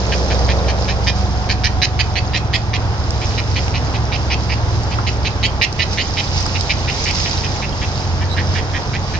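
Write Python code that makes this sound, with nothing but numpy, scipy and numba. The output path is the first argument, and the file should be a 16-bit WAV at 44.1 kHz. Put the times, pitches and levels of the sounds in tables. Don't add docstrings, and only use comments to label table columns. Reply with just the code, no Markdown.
import sys
import numpy as np
from scipy import signal
from scipy.fft import rfft, irfft, next_fast_len
from scipy.io import wavfile
from scipy.ndimage import map_coordinates
from numba import njit

SR = 44100
rng = np.random.default_rng(int(sys.argv[2]) if len(sys.argv) > 2 else 0)


def waveform_to_disk(signal):
    frames = np.transpose(np.atleast_2d(signal))
    scaled = np.clip(frames, -1, 1) * 32767
    samples = np.round(scaled).astype(np.int16)
    wavfile.write(sys.argv[1], SR, samples)


N = 405279
T = np.arange(N) / SR

# (pitch [Hz], level [dB], pitch change on pulling [Hz], level change on pulling [dB],
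# pitch change on easing off [Hz], level change on easing off [dB])
ENGINE_NOTES = [(65.5, -22, 4, -0.7, -8.5, -11.5), (112, -28, -0.44, 4, -21.5, -15.5)]
# (frequency [Hz], relative level [dB])
RUMBLE_TONE = [(15, -24), (28, -3.5), (44, 1), (58, 0.5), (90, 5), (135, -2), (175, -4.5), (240, -21),
               (400, -73.5)]
# (time [s], level [dB])
STEADY_LEVEL = [(0, -30), (1.4, -22), (2.4, -27.5), (3.6, -25.5), (4.2, -35), (4.7, -24), (5.4, -32.5),
                (6.05, -23), (7.75, -31), (8.3, -20), (9.19, -30)]
# (frequency [Hz], relative level [dB])
ROAD_TONE = [(120, -6), (250, -1.87), (400, -3), (580, -5), (830, -1.5), (1150, -7), (1600, -11.5),
             (2200, -18), (4000, -22.5), (8000, -66)]
# (frequency [Hz], relative level [dB])
RUSTLE_TONE = [(900, -27), (2000, -8.5), (3000, -9), (4200, -6), (4700, -4), (5100, 0.5), (5600, -6),
               (6200, -7), (7000, -15.5), (8000, -25.5), (8600, -57)]
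# (time [s], relative level [dB])
RUSTLE_LEVEL = [(0.0, -33), (1.0, -37.5), (1.07, -36.5), (2.3, -40.5), (3.04, -41), (3.3, -34), (4.02, -38),
                (4.27, -36.5), (5.71, -40), (5.94, -33.5), (6.55, -30.5), (6.68, -33.5), (6.91, -33),
                (7.22, -27.5), (7.5, -33.5), (8.27, -37), (9.19, -37.5)]
# (time [s], length [s], relative level [dB])
KEKS = [(.117, 0.027, -22.5), (0.303, 0.028, -25.5), (0.484, 0.039, -24), (.679, 0.035, -25),
        (0.877, 0.048, -25.5), (1.065, 0.038, -19.5), (1.49, 0.038, -21.5), (1.636, 0.04, -19.5),
        (1.817, 0.037, -17), (1.991, 0.025, -16.5), (2.155, 0.035, -20.5), (2.334, 0.048, -20.5),
        (2.531, 0.035, -17.5), (2.733, .032, -22.5), (3.211, .039, -30), (3.377, 0.024, -23.5),
        (3.557, 0.033, -23), (3.74, 0.038, -25.5), (3.938, 0.032, -29), (4.119, 0.045, -25),
        (4.302, 0.042, -21.5), (4.494, 0.047, -25), (4.913, .033, -30.5), (5.066, 0.028, -22.5),
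        (5.248, 0.033, -22), (5.429, 0.037, -17), (5.613, 0.037, -13), (5.79, 0.047, -17),
        (5.974, 0.05, -19), (6.169, 0.038, -20), (6.546, 0.024, -24.5), (6.695, 0.029, -16.5),
        (6.875, .031, -22.5), (7.058, 0.05, -22.5), (7.254, 0.027, -27.5), (7.435, 0.029, -27.5),
        (7.618, 0.034, -26.5), (7.816, .033, -26.5), (8.208, .032, -30), (8.366, 0.042, -23.5),
        (8.549, 0.052, -26), (8.736, 0.042, -25.5), (8.934, 0.033, -26), (9.138, 0.033, -28.5)]
# (time [s], lowest ringing pitch [Hz], its relative level [dB])
THROAT_TENSION = [(0, 1686, -3), (.9, 1698, -5), (1.6, 1741, -3), (2.2, 1911, -2.5), (3.5, 1921, -6.5),
                  (5.3, 1939, -6), (7.05, 1967, -6), (7.7, 1765, -6), (8.25, 1790, 3.5), (9.19, 1763, -1)]
# (pitch [Hz], width [Hz], relative level [dB])
UPPER_RINGS = [(3012, 185, -3.5), (4060, 360, -7), (4853, 170, -4.5), (6230, 430, -9)]
# (time [s], treble against the lower part of the call [dB])
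BILL_OPENING = [(0, -8), (1.05, -3), (1.5, 0), (1.85, 0.5), (2.3, -5), (5.5, -5), (6.7, -7), (7.8, -20),
                (9.19, -9)]
# (time [s], relative peak level [dB], ringing pitch [Hz])
STICK_TICKS = [(3.106, -12, 5220), (3.681, -16.5, 2610), (4.8334, -17, 4900), (5.7264, -15, 5190),
               (5.7843, -21, 2400), (6.4068, -13.5, 5200), (6.4275, -12, 5150), (6.464, -10.5, 5050),
               (6.6095, -6, 4900), (7.1097, -11, 4830)]
# (time [s], relative peak level [dB], ringing pitch [Hz])
WOOD_KNOCKS = [(4.9857, -16, 1110), (4.998, -26, 1310), (6.0942, -28, 1030), (6.4596, -21, 1120)]
# (time [s], length [s], start pitch [Hz], end pitch [Hz], relative level [dB])
PEEPS = [(7.722, 0.0083, 3400, 2810, -33.5), (8.27, 0.1, 3590, 4200, -36.5), (8.35, .09, 4120, 4480, -45.5)]
# (frequency [Hz], likeness [-1 to 1])
LIKENESS = [(25, .93), (70, 0.99), (130, 0.93), (280, 1), (530, 0.88), (950, 0.68), (1600, -0.021),
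            (2700, -0.58), (4600, 0.15), (8000, 0.85)]
# (frequency [Hz], left minus right [dB])
MIC_BALANCE = [(30, -11.5), (70, -2), (120, -1), (250, -0.7), (950, 0.6), (1500, 2.5), (2000, -2.5),
               (2700, -4), (4700, -11.5), (6000, 3.5), (7500, 0)]
# (frequency [Hz], how far the left wave leads [radians])
MIC_LEAD = [(0, 0.066), (70, 0.76), (130, 0.32), (430, 0.22), (1100, 1.35), (2100, -0.7), (2900, 0.6),
            (4200, -0.41), (5400, 1.42), (8000, 1.9)]


def undb(db):
    return 10 ** (np.asarray(db) / 20)


def unit(x):
    return x / np.sqrt(np.mean(x ** 2))


def curves(table):
    times, *columns = np.transpose(table)
    return [np.interp(T, times, column) for column in columns]


def spectrum(table, f):
    hz, value = np.transpose(table)
    return np.interp(np.log(f + 1), np.log(hz), value)


def resonance(f, hz, width):
    return 1j * f * width / (hz ** 2 - f ** 2 + 1j * f * width)


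def filtered(x, response):
    size = next_fast_len(x.shape[-1], True)
    return irfft(rfft(x, size) * response(np.fft.rfftfreq(size, 1 / SR)), size)[..., :x.shape[-1]]


def wander(rate):
    return 1.2 * np.interp(T * rate, np.arange(2048), rng.standard_normal(2048))


def settle(start_s, time_s):
    return 1 - np.exp(-np.maximum(T - start_s, 0) / time_s)


def swell(start_s, end_s, rise_db_per_s, fall_db_per_s):
    return -rise_db_per_s * np.maximum(start_s - T, 0) - fall_db_per_s * np.maximum(T - end_s, 0)


def add(out, start_s, sound):
    i = int(start_s * SR)
    out[:, i:i + sound.shape[-1]] += sound[..., :N - i]


def all_around(noise, tone):
    shared = filtered(noise[0], lambda f: tone(f) * np.sqrt(1 + spectrum(LIKENESS, f)))
    opposed = filtered(noise[1], lambda f: tone(f) * np.sqrt(1 - spectrum(LIKENESS, f)))
    return unit(np.array([shared + opposed, shared - opposed]))


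def wash(tone):
    return all_around(rng.standard_normal((2, N)), tone)


def echoes(x, decay_s, db):
    t = T[:SR // 2]
    tail = rng.standard_normal((2, len(t))) * np.exp(-t / decay_s)
    tail *= undb(db) / np.sqrt(np.sum(tail ** 2, axis=1, keepdims=True))
    return signal.fftconvolve(np.atleast_2d(x), tail, axes=1)[:, :x.shape[-1]]


def drone(hz, db, waver_db, waver_rate, drift):
    gain = undb(db + waver_db * np.tanh(wander(waver_rate)))
    phase = 2 * np.pi * np.cumsum(np.broadcast_to(hz, N)) / SR + drift * wander(waver_rate)
    return np.sqrt(2) * gain * np.sin(phase)


def passing_vehicle():
    return swell(.15, .7, rise_db_per_s=20, fall_db_per_s=22)


def far_engines(boom_db=4., rumble_db=-24.):
    pull, ease = settle(start_s=1.554, time_s=.447), settle(start_s=5.14, time_s=.8)
    booms = (boom_db * undb(passing_vehicle()), 0)
    notes = 0
    for (hz, db, pull_hz, pull_db, ease_hz, ease_db), boom in zip(ENGINE_NOTES, booms):
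        pitch = hz + pull_hz * pull + ease_hz * ease
        level = db + boom + pull_db * pull + ease_db * ease ** 2
        notes += drone(pitch, level, waver_db=2., waver_rate=7., drift=.15)
    return notes + undb(rumble_db) * wash(lambda f: undb(spectrum(RUMBLE_TONE, f)))


def steady_engine(hz=89.56):
    note = drone(hz, curves(STEADY_LEVEL)[0], waver_db=3., waver_rate=8.9, drift=.84)
    overtone = drone(1.5 * hz, db=-37.5 + .8 * T, waver_db=3., waver_rate=9., drift=1.2)
    return note + overtone


def rising_engine(start_hz=182.9, rise_hz=19., start_db=-31., fade_db=-10.5):
    pitch = start_hz + rise_hz * settle(start_s=0, time_s=1.4)
    level = start_db + fade_db * settle(start_s=1.3, time_s=1.)
    return drone(pitch, level, waver_db=3., waver_rate=8., drift=.8)


def traffic(road_db=-25.9, flutter_db=.5, roar_db=-24.5, whine_db=-32.5):
    road = wash(lambda f: undb(spectrum(ROAD_TONE, f))) * undb(road_db + flutter_db * wander(9))
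    roar = wash(lambda f: resonance(f, hz=542., width=440.) ** 2) * undb(roar_db + passing_vehicle())
    whine_level = whine_db + swell(1.19, 1.8, rise_db_per_s=100, fall_db_per_s=9)
    return road + roar + drone(hz=738., db=whine_level, waver_db=2.5, waver_rate=22., drift=.6)


def leaves(gain_db=5., crackle=.265, size_spread_db=5.5, flutter_db=1.47):
    rustle_db = curves(RUSTLE_LEVEL)[0]
    clicks_per_s = 200 * undb(rustle_db - rustle_db.mean())
    clicks = 0
    for hz in (2580., 3840., 4790., 5640., 6580.):
        hits = rng.random((2, N)) < clicks_per_s / SR
        sizes = undb(size_spread_db * np.minimum(rng.exponential(size=(2, N)), 5))
        clicks += filtered(hits * sizes, lambda f: resonance(f, hz, width=925.) ** 2)
    hiss = rng.standard_normal((2, N))
    rustle = all_around(hiss + crackle * unit(clicks), lambda f: undb(spectrum(RUSTLE_TONE, f)))
    return rustle * undb(rustle_db + gain_db + flutter_db * wander(16))


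def voice_box(t, length, hz, quicken=1.8, swell_s=.013, fade_db=4.5, rasp=.075, rasp_s=.0013):
    count = np.arange(16)
    time_chance, force_chance = np.clip(rng.standard_normal((2, len(count))), -2, 2)
    times = (np.sqrt(1 + 2 * quicken * count / hz) - 1) / quicken
    times += np.cumsum(.018 * time_chance * np.minimum(times / length, 1)) / hz
    force = np.minimum(.6 + .4 * times / swell_s, 1)
    force *= undb(1.5 * force_chance - fade_db * (times / length) ** 2)
    force *= np.clip(1 + (length - times) * hz, 0, 1) ** 2
    since = t - times[:, None]
    clicks = force @ np.sinc(since * SR / 2) / 2
    puffs = force @ (np.exp(-np.abs(since) / rasp_s) * (since > 0))
    return clicks + rasp * puffs * rng.standard_normal(len(t))


def kek(length, pulse_hz, db, bright_db, low_hz, low_db, high_hz, treble_hz=3850.):
    t = np.arange(4096) / SR
    speed = 1 + 3 * np.minimum(t, length)
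    mid_speed = np.interp(length / 2, t, speed)
    speed += .03 * np.interp(t * pulse_hz, np.arange(32), rng.standard_normal(32))
    rings = [(low_hz, 220, low_db), (high_hz, 180, 0)]
    rings += [(hz * (1 + .041 * rng.standard_normal()), width, level) for hz, width, level in UPPER_RINGS]

    def ringing(f):
        return sum((-1) ** k * undb(level) * resonance(f * mid_speed, hz, width)
                   for k, (hz, width, level) in enumerate(rings))
    voice = filtered(voice_box(t, length * mid_speed, pulse_hz), ringing)
    band = np.array([.85 * low_hz, 5700]) / mid_speed
    voice = signal.sosfilt(signal.butter(5, band, "bandpass", fs=SR, output="sos"), voice)
    voice = filtered(voice, lambda f: np.exp(-1j * np.pi * 1.4e-7 * np.maximum(f - low_hz, 0) ** 2))
    voice = map_coordinates(voice, [np.cumsum(speed)], order=3)
    voice = voice + echoes(voice, decay_s=.0055, db=-6.)
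    body = filtered(voice, lambda f: 1 / (1 + (f / treble_hz) ** 20))
    opening = np.minimum(.73 + t / length, 1)
    treble = undb(bright_db) * unit(opening * (voice - body))
    return (unit(body) + treble) * undb(db) * np.sqrt(length / t[-1])


def chick(gain_db=.5, usual_db=-23, usual_low_hz=1850, usual_high_hz=2434, usual_pulse_hz=195):
    out = np.zeros((2, N))
    throat_hz, throat_db = curves(THROAT_TENSION)
    bright_db = curves(BILL_OPENING)[0]
    for (start_s, length, db), chance in zip(KEKS, rng.standard_normal((len(KEKS), 3))):
        i = int(start_s * SR)
        tension = throat_hz[i] / usual_low_hz - 1
        pulse_hz = (usual_pulse_hz + .86 * (db - usual_db)) * (1 + .5 * tension + .025 * chance[0])
        low_hz = throat_hz[i] * (1 + .0097 * chance[1])
        high_hz = usual_high_hz * (1 + .25 * tension + .0097 * chance[2])
        add(out, start_s, kek(length, pulse_hz, db, bright_db[i], low_hz, throat_db[i], high_hz))
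    return undb(gain_db) * (out + echoes(out, decay_s=.026, db=-8.))


def wood_taps(table, decay_s, width_hz, gain_db):
    out, t = np.zeros((2, N)), T[:SR // 20]
    for start_s, db, hz in table:
        burst = rng.standard_normal((2, len(t))) * np.exp(-t / decay_s)
        crack = all_around(burst, lambda f: resonance(f, hz, width_hz) ** 2)
        add(out, start_s, crack * undb(db + gain_db) / np.abs(crack).max())
    return out


def other_bird(hoarse_hz=1200.):
    out = np.zeros((2, N))
    for start_s, length, start_hz, end_hz, db in PEEPS:
        n = int(length * SR)
        hz = np.linspace(start_hz, end_hz, n) + hoarse_hz * rng.standard_normal(n)
        peep = np.hanning(n) * np.sin(2 * np.pi * np.cumsum(hz) / SR)
        add(out, start_s, undb(db) * unit(peep))
    return echoes(out, decay_s=.0066, db=3)


def microphone(f):
    gains = undb(np.outer([.5, -.5], spectrum(MIC_BALANCE, f)))
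    lead = np.outer([.5, -.5], np.interp(f, *np.transpose(MIC_LEAD)))
    return gains / np.sqrt(np.mean(gains ** 2, axis=0)) * np.exp(1j * lead)


@njit
def follow_peaks(x, rise_s, fall_s):
    out, level = np.empty(len(x)), 0.
    for i in range(len(x)):
        level += (x[i] - level) / (SR * (rise_s if x[i] > level else fall_s))
        out[i] = level
    return out


def scene():
    sticks = wood_taps(STICK_TICKS, decay_s=.002, width_hz=1400., gain_db=2.5)
    knocks = wood_taps(WOOD_KNOCKS, decay_s=.007, width_hz=600., gain_db=7.)
    tree = leaves() + chick() + sticks + knocks + other_bird()
    return tree + traffic() + far_engines() + steady_engine() + rising_engine()


def record(dry, limit_db=-3.5, top_hz=8400):
    x = filtered(dry, microphone)
    excess = np.maximum(np.abs(x).max(axis=0) / undb(limit_db) - 1, 0)
    x = x / (1 + follow_peaks(excess, .002, .29))
    treble_cut = signal.ellip(8, .2, 70, top_hz, fs=SR, output="sos")
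    return signal.sosfilt(treble_cut, np.clip(x, -1, 1))


dry = scene()
out = record(dry)
waveform_to_disk(out)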